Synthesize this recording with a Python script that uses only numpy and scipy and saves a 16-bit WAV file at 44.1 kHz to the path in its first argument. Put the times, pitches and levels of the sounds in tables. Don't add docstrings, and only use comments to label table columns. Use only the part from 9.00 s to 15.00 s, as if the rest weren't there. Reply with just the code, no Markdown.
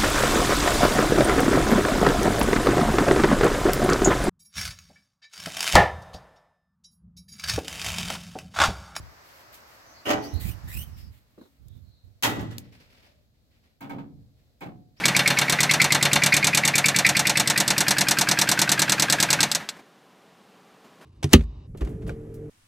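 import sys
import numpy as np
from scipy import signal
from scipy.fft import rfft, irfft
from scipy.io import wavfile
from scipy.ndimage import uniform_filter1d

SR = 44100
rng = np.random.default_rng(int(sys.argv[2]) if len(sys.argv) > 2 else 0)


def dump(signal):
    limited = np.clip(np.atleast_2d(signal).T, -1, 1)
    pcm = np.round(limited * 32767).astype(np.int16)
    wavfile.write(sys.argv[1], SR, pcm)


N = 264600
TIME = np.arange(N) / SR
TOP_HZ = 16000

# f/Hz, level/dB
HOUSE_COLOUR = [(24, -36.5), (40, -10), (60, -12), (200, -6.5), (300, -1), (455, -2.5), (600, 4),
                (1270, 3.5), (2000, -0.5), (3300, -11.5), (4930, -5), (9000, -19.5), (16000, -22.5)]
YARD_COLOUR = [(15, -35), (25, -17), (59, 2.5), (123, -2.5), (180, -10.5), (242, -9.5), (373, -20),
               (607, -16.5), (936, -28.5), (2910, -31.5), (4200, -25.5), (6000, -33.5), (16000, -41.5)]
WIND_COLOUR = [(20, -35.5), (45, -4), (75, 3), (110, -2), (170, -15.5), (260, -22.5), (400, -34.5),
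               (1000, -51), (8000, -54)]
BUFFET_COLOUR = [(50, -32), (110, -4.5), (170, -0.5), (260, -11), (450, -34), (1500, -70), (8000, -80)]
RUB_COLOUR = [(530, -43), (900, -23.5), (1600, -13), (1850, -4), (2700, -4.5), (4300, -6), (5500, -14),
              (8250, -6.5), (11600, -7), (16000, -7.5)]
JUDDER_COLOUR = [(35, -51), (60, -16), (176, -14.5), (301, -7), (360, -11.5), (570, -14.5), (1090, -14),
                 (1620, -14), (2900, -17.5), (3760, -24.5), (7000, -27.5), (11000, -38.5), (16000, -41)]
KNOCK_COLOUR = [(100, -23.5), (250, 9), (500, -0.5), (750, -12), (1300, -16), (2200, -34.5), (8000, -43.5),
                (16000, -53)]
BANG_COLOUR = [(29, -50.5), (65, -26), (114, -7), (160, -12.5), (277, -5), (389, -13), (661, -14),
               (927, -15), (1120, -11.5), (2010, -13.5), (3000, -13.5), (5400, -20.5), (7200, -19.5),
               (10500, -26.5), (16000, -33.5)]
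CLOTHES_COLOUR = [(200, 5.5), (600, 5), (1200, -0.5), (2300, 5.5), (3300, 0.5), (5000, -0.5), (6500, -11),
                  (9000, -12), (16000, -22)]
STEP_COLOUR = [(29, -51), (50, -31.5), (114, 0), (260, -3.5), (398, -13), (900, -17), (1100, -21),
               (2200, -29), (3300, -34.5), (5500, -48.5), (7500, -53.5), (10500, -57.5), (16000, -61)]
MIC_COLOUR = [(7500, -0.5), (9700, -4.5), (11500, 1), (13500, 3.5), (15500, 0), (16200, 2.5)]

# t/s, length/s, level/dB, left minus right/dB
GUSTS = [(-.02, 0.039, -42.5, 1), (0.042, 0.033, -50.5, 19), (1.317, 0.099, -38, -28),
         (1.434, 0.063, -32, -22), (1.558, 0.023, -38, -31), (1.624, 0.064, -35.5, -7),
         (1.737, 0.068, -37, -10), (1.861, 0.22, -45.5, -9), (2.068, 0.057, -48.5, -6),
         (2.583, 0.31, -49, -17), (3.029, 0.081, -52.5, -11)]
# t/s, length/s, level/dB
HAND_SLIDES = [(.23, 0.18, -59.5), (.515, 0.022, -51.5), (.66, 0.1, -61), (1.215, 0.029, -49.5),
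               (1.96, 0.032, -55.5), (2.11, .06, -64.5), (2.25, 0.32, -75.5)]
CLOTHES_BRUSHES = [(3.55, 0.11, -63), (3.715, .035, -57), (3.79, 0.023, -56.5), (3.89, 0.18, -59.5),
                   (4.33, .03, -77.5), (4.5, 0.085, -71), (4.628, .035, -67), (5.36, 0.052, -75),
                   (5.96, .04, -62.5)]
# t/s, starting level/dB, centre f/Hz, width/octaves, time to fade 60 dB/s
TICKS = [(0.541, -47.5, 6130, 2.1, 0.18), (1.251, -47, 9000, 1.4, .03), (1.34, -40.5, 10700, 0.13, .012),
         (2.683, -53, 8100, 0.71, 0.019), (3.225, -17, 12000, 3.7, .005),
         (3.582, -24.5, 5240, 0.88, 0.0071), (3.585, -44.5, 7740, 0.9, 0.088),
         (3.355, -54, 13000, 0.46, .07), (3.408, -51, 13000, 0.77, .07), (4.806, -50.5, 14100, 0.69, 0.083),
         (4.895, -52, 12000, 1.3, 0.089), (5.606, -54, 12950, 1.4, .06)]
# t/s, length/s, start f/Hz, end f/Hz, level/dB
BIRD_CALLS = [(0.833, 0.15, 5900, 6200, -60), (0.939, 0.091, 4700, 4300, -56),
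              (1.166, 0.21, 5780, 5830, -52), (1.214, 0.073, 4490, 4890, -47.5),
              (1.311, 0.14, 3890, 4570, -51), (1.902, .22, 5480, 4820, -61),
              (2.372, .12, 4270, 3640, -67.5), (2.652, 0.171, 3580, 3710, -70.5),
              (2.799, .32, 4230, 3990, -70.5), (3.999, 0.27, 617, 583, -70),
              (5.962, 0.053, 4460, 6620, -61.5)]
# t/s, length/s, level/dB, start f/Hz, share of tone (0-1), overtone boost/dB
SQUEAKS = [(1.044, .052, -36.5, 2864, .98, -15.5), (1.39, 0.062, -43, 1885, 0.2, -1),
           (1.44, 0.062, -43, 2340, .3, -2), (1.498, 0.02, -45.5, 2850, 0.7, 0),
           (1.668, 0.052, -43.5, 1820, 0.7, -8.5), (1.713, 0.06, -41.5, 2426, 0.74, -4),
           (1.762, 0.041, -41, 2754, 0.9, 3.5), (1.795, 0.036, -42.5, 2960, 0.84, -0.5)]

# t/s, level/dB, brightness/(dB per octave), swell time/s, ringing/dB, spot struck (0-1)
JUDDERS = [(1.053, -22.5, -1.5, 0.015, -1.5, 0.18), (1.077, -25.5, -1, 0.0024, 4, 0),
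           (1.090, -21, -1, .002, -5.5, 0.14), (1.102, -19.5, 0.57, .004, 3.5, 0.01)]
KNOCKS = [(2.376, -45.5, 1.5, 0.0044, -26.5, 0.23), (2.412, -47.5, 2.5, 0.00036, -22.5, 0.1),
          (2.452, -57.5, 4, 0.0032, -5.5, 0.3)]
BANGS = [(3.226, -27, 0.4, 0.0012, 2, 0.8), (3.231, -16, 0, 0.0024, -2.5, 1),
         (3.245, -20.5, -3.5, 0.0017, 4, 0.7), (3.357, -22.5, -8, 0.0037, -17, 0.8),
         (3.392, -28.5, -5, 0.0018, -15, 0.1), (3.406, -57, 6, 0.0024, -16.5, 0.8),
         (3.505, -42, -2, 0.0056, -17, 1)]
STEPS = [(4.805, -29, 3, 0.03, 0.5, 0.69), (4.894, -27.5, 1.4, 0.014, 0, 0.75),
         (4.983, -34, 0.3, 0.0008, -6.5, 0), (5.105, -38, -24, 0.016, -28, 0.8),
         (5.607, -27.5, 2.5, 0.02, -4.5, 0.99)]
# f/Hz, time to fade 60 dB/s, level at spot 0/dB, at spot 1/dB
DOOR_NOTES = [(119, 1, -33.5, -25), (286, 0.75, -17.5, -20.5), (313.8, 0.67, -16.5, -23.5),
              (417.5, 0.45, -11, -31.5), (559, 0.74, -37, -23.5), (588, 0.25, -6.5, -29),
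              (666.4, 0.51, -15, -32.5), (770, 0.48, -12, -22), (857, 0.59, -17, -23.5),
              (915, 0.14, -19.5, -4), (1004, 0.18, -16.5, -23.5), (1189, .25, -11, -29.5),
              (1300, .25, -17, -28), (1948, .65, -18, -21), (2620, 0.4, -27.5, -23), (2530, 0.15, -37, -20),
              (2841, 0.16, -29.5, -19.5), (2980, .15, -31.5, -20), (3795, 0.32, -36, -26.5),
              (4334, 0.29, -44, -23.5), (6700, .14, -34, -20), (7246, 0.15, -36.5, -25.5)]
STEP_NOTES = [(138.4, 0.94, -19, -18), (160, 0.19, -10, -24), (227, 0.52, -8, -32), (278.3, 0.48, 0.5, -11),
              (287, 0.98, -11.5, -26), (726, 0.633, -48, -14.5), (803, 0.31, -24.5, -7),
              (924, 0.16, -2.5, -8.5), (1277, 0.2, -14.5, -15.5), (1570, 0.077, -9.5, -3.5),
              (2220, 0.11, -23.5, -3.5), (2460, 0.071, -67, -2)]
# f/Hz, time to fade 60 dB/s
JUDDER_DECAY = [(100, 1), (300, 0.67), (800, 0.53), (2000, 0.21), (6000, 0.18), (14000, 0.11)]
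HALL_DECAY = [(150, 1), (1000, 0.32), (4000, 0.82), (14000, 0.29)]
KNOCK_DECAY = [(200, 0.11), (1500, 0.089), (8000, 0.45)]
BANG_DECAY = [(100, 1), (300, 0.55), (800, 0.48), (2000, 0.29), (6000, 0.18), (14000, 0.22)]
STEP_DECAY = [(100, 0.93), (300, 0.52), (800, 0.32), (2000, 0.24), (6000, 0.19), (14000, 0.19)]
# f/Hz, likeness (1 = the same)
LIKENESS = [(40, 0.69), (120, 0.41), (290, .78), (500, 0.43), (800, -.1), (1300, -0.15), (2400, -0.13),
            (5000, -0.094), (15000, 1)]


def amp(db):
    return 10 ** (np.asarray(db) / 20)


def unit(x):
    return x / np.sqrt(np.mean(x ** 2) + 1e-20)


def read(points, hz):
    f, value = np.transpose(points)
    return np.interp(np.log(hz + 1), np.log(f + 1), value)


def add(mix, s, sound):
    part = mix[:, max(round(s * SR), 0):][:, :sound.shape[1]]
    part += sound[:, :part.shape[1]]


def noise(colour, size, tilt_db=0, all_around=True):
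    hz = np.fft.rfftfreq(size, 1 / SR)
    a, b = rng.standard_normal((2, len(hz))) + 1j * rng.standard_normal((2, len(hz)))
    alike = read(LIKENESS, hz) * all_around
    mid, side = a * np.sqrt(1 + alike), b * np.sqrt(1 - alike)
    octaves = np.log2((hz + 50) / 1000)
    gain = amp(read(colour, hz) + tilt_db * octaves)
    return unit(irfft(np.array([mid + side, mid - side]) * gain, size))


def wander(size, per_s):
    points = rng.standard_normal(size)
    return np.interp(np.arange(size) * per_s / SR, np.arange(size), points) * np.sqrt(3 / 2)


def fuzzy(angle, blur_hz):
    size = len(angle)
    return np.array([wander(size, blur_hz) * np.cos(angle) + wander(size, blur_hz) * np.sin(angle)
                     for side in "LR"])


def stroke(s, length, rise_s, fall_db_per_s):
    swell = np.sin(np.pi / 2 * np.clip((TIME - s) / rise_s, 0, 1)) ** 2
    return swell * amp(-fall_db_per_s * np.maximum(TIME - s - length, 0))


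def strokes(rows, rise_s, fall_db_per_s):
    power = sum((amp(db) * stroke(s, length, rise_s, fall_db_per_s)) ** 2 for s, length, db in rows)
    return np.sqrt(power)


def die_away(x, decay, bass_lag_s=0.):
    hz, t, bands = signal.stft(x, SR, nperseg=256)
    fade_s = read(decay, hz)[:, None]
    fade = amp(-60 * t / fade_s) * np.sqrt(fade_s.mean() / fade_s)
    lag_s = 1e-5 + bass_lag_s / (1 + (hz[:, None] / 400) ** 2)
    build_up = 1 - np.exp(-(t + 1e-3) / lag_s)
    return signal.istft(bands * fade * build_up, SR, nperseg=256)[1][:, :x.shape[1]]


def blows(rows, colour, decay, notes, rattle_db, bass_lag_s, ripple_db):
    out, t = np.zeros((2, N)), np.arange(SR) / SR
    grid_hz = np.r_[np.geomspace(20, 1000, 60), np.arange(1070, 17000, 70)]
    treble = np.clip(grid_hz / 1000 - 1, 0, 1)
    ripple = ripple_db * np.clip(rng.standard_normal(len(grid_hz)), -2, 1) * treble
    colour = np.transpose([grid_hz, read(colour, grid_hz) + ripple])
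    hz, fade_s, db_0, db_1 = np.transpose(notes)
    tones = np.exp(np.outer(2j * np.pi * hz - np.log(1000) / fade_s, t))
    apart = np.arccos(read(LIKENESS, hz)) * rng.choice([-1, 1], len(hz)) / 2
    pair = np.sqrt(2) * np.exp(1j * np.outer([1, -1], apart))
    for s, db, tilt_db, swell_s, ring_db, spot in rows:
        note_gains = amp(ring_db + db_0 + spot * (db_1 - db_0))
        ring = ((pair * note_gains) @ tones).imag
        rattle = die_away(noise(colour, SR, tilt_db), decay, bass_lag_s)
        rattle *= amp(rattle_db * wander(SR, 350))
        swell = 1 - np.exp(-t / swell_s)
        add(out, s, amp(db) * swell * (rattle + ring))
    return out


def house(doorway_s=1.996, crossing_s=0.14, drop_db=22, fade_db_per_s=7):
    outside = 1 / (1 + np.exp((doorway_s - TIME) / crossing_s))
    distance_db = fade_db_per_s * np.maximum(TIME - doorway_s, 0)
    return amp(-52.5 - drop_db * outside - distance_db) * noise(HOUSE_COLOUR, N)


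def yard():
    return amp(-64 + 0.71 * wander(N, 9)) * noise(YARD_COLOUR, N)


def wind():
    power = np.zeros((2, N))
    swirls = noise(WIND_COLOUR, N, all_around=False)
    swirls /= np.sqrt(uniform_filter1d(swirls ** 2, 3000) + 1e-6)
    for s, length, db, pan_db in GUSTS:
        sides = amp([[pan_db / 2], [-pan_db / 2]])
        gust = amp(db) * stroke(s, length, rise_s=0.024, fall_db_per_s=229.5)
        power += (gust * 2 * sides / np.linalg.norm(sides)) ** 2
    buffet = amp(15.5) * power * noise(BUFFET_COLOUR, N, all_around=False)
    lumps = amp(2.5 * wander(N, 25))
    return (np.sqrt(power) * swirls + buffet) * lumps


def hand():
    level = strokes(HAND_SLIDES, rise_s=0.024, fall_db_per_s=185.5)
    return level * noise(RUB_COLOUR, N, tilt_db=-3.2) * amp(1.1 * wander(N, 180))


def ticks():
    out, t = np.zeros((2, N)), np.arange(8192) / SR
    hz = np.fft.rfftfreq(len(t), 1 / SR)
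    for s, db, centre_hz, octaves, fade_s in TICKS:
        fade = amp(-60 * t / fade_s)
        burst = np.roll(rng.standard_normal((2, len(t))) * fade, 32, axis=1)
        band = amp(-3 * (np.log2((hz + 1) / centre_hz) / octaves) ** 2)
        snap = unit(irfft(rfft(burst) * band))
        add(out, s, amp(db) * snap * np.sqrt(np.mean(fade ** 2)))
    return out


def birds(blur_share=.19):
    out = np.zeros((2, N))
    for s, length, start_hz, end_hz, db in BIRD_CALLS:
        hz = np.linspace(start_hz, end_hz, int(length * SR))
        call = fuzzy(2 * np.pi * np.cumsum(hz) / SR, blur_share * start_hz)
        add(out, s, amp(db) * np.sqrt(np.hanning(len(hz))) * call)
    return out


def hinge(jitter=.024, climb_octaves_per_s=1.6):
    out, t = np.zeros((2, N)), np.arange(SR // 4) / SR
    for s, length, db, start_hz, tone, overtone_db in SQUEAKS:
        hz = start_hz * 2 ** (climb_octaves_per_s * t)
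        level = amp(db) * stroke(0, length, rise_s=0.023, fall_db_per_s=652)[:len(t)]
        angle = 2 * np.pi * np.cumsum(hz * (1 + jitter * wander(len(t), 900))) / SR
        squeal = np.zeros((2, len(t)))
        for k in range(1, 9):
            gain = amp(read(RUB_COLOUR, k * hz) + overtone_db * (k > 1)) * (k * hz < TOP_HZ)
            squeal += gain * fuzzy(k * angle, blur_hz=315)
        squeal *= amp(2.4 * wander(len(t), 180))
        rub = noise(RUB_COLOUR, len(t)) * amp(wander(len(t), 390))
        add(out, s, level * (np.sqrt(tone) * unit(squeal) + np.sqrt(1 - tone) * unit(rub)))
    return out * amp([[-1.3], [1.3]])


def door():
    push = blows(JUDDERS, JUDDER_COLOUR, JUDDER_DECAY, DOOR_NOTES,
                 rattle_db=2.38, bass_lag_s=0.0058, ripple_db=5)
    bang = blows(BANGS, BANG_COLOUR, BANG_DECAY, DOOR_NOTES,
                 rattle_db=1.0, bass_lag_s=0.027, ripple_db=3.5)
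    return push * amp([[-.8], [.8]]) + bang * amp([[-.2], [.2]])


def hall(x):
    echo = die_away(noise([(100, 0), (16000, 0)], SR), HALL_DECAY)
    echo[:, :600] = 0
    return signal.fftconvolve(x, echo / np.linalg.norm(echo[0]), axes=1)[:, :N]


def feet():
    heavy = blows(STEPS, STEP_COLOUR, STEP_DECAY, STEP_NOTES,
                  rattle_db=1.57, bass_lag_s=0.031, ripple_db=3.5)
    light = blows(KNOCKS, KNOCK_COLOUR, KNOCK_DECAY, STEP_NOTES,
                  rattle_db=-1.5, bass_lag_s=0.00089, ripple_db=3.0)
    return heavy * amp([[-.6], [.6]]) + light


def clothes():
    level = strokes(CLOTHES_BRUSHES, rise_s=0.015, fall_db_per_s=135)
    return level * noise(CLOTHES_COLOUR, N) * amp(1.15 * wander(N, 130))


def scene():
    swing = door() + hinge()
    echo = amp(-17.5) * hall(swing)
    return swing + echo + ticks() + feet() + wind() + birds() + house() + yard() + clothes() + hand()


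def record(dry):
    coloured = irfft(rfft(dry) * amp(read(MIC_COLOUR, np.fft.rfftfreq(N, 1 / SR))), N)
    low_pass = signal.firwin(401, TOP_HZ, window=("kaiser", 8), fs=SR)
    return signal.oaconvolve(coloured, low_pass[None], "same", axes=1)


dry = scene()
out = record(dry)
dump(out)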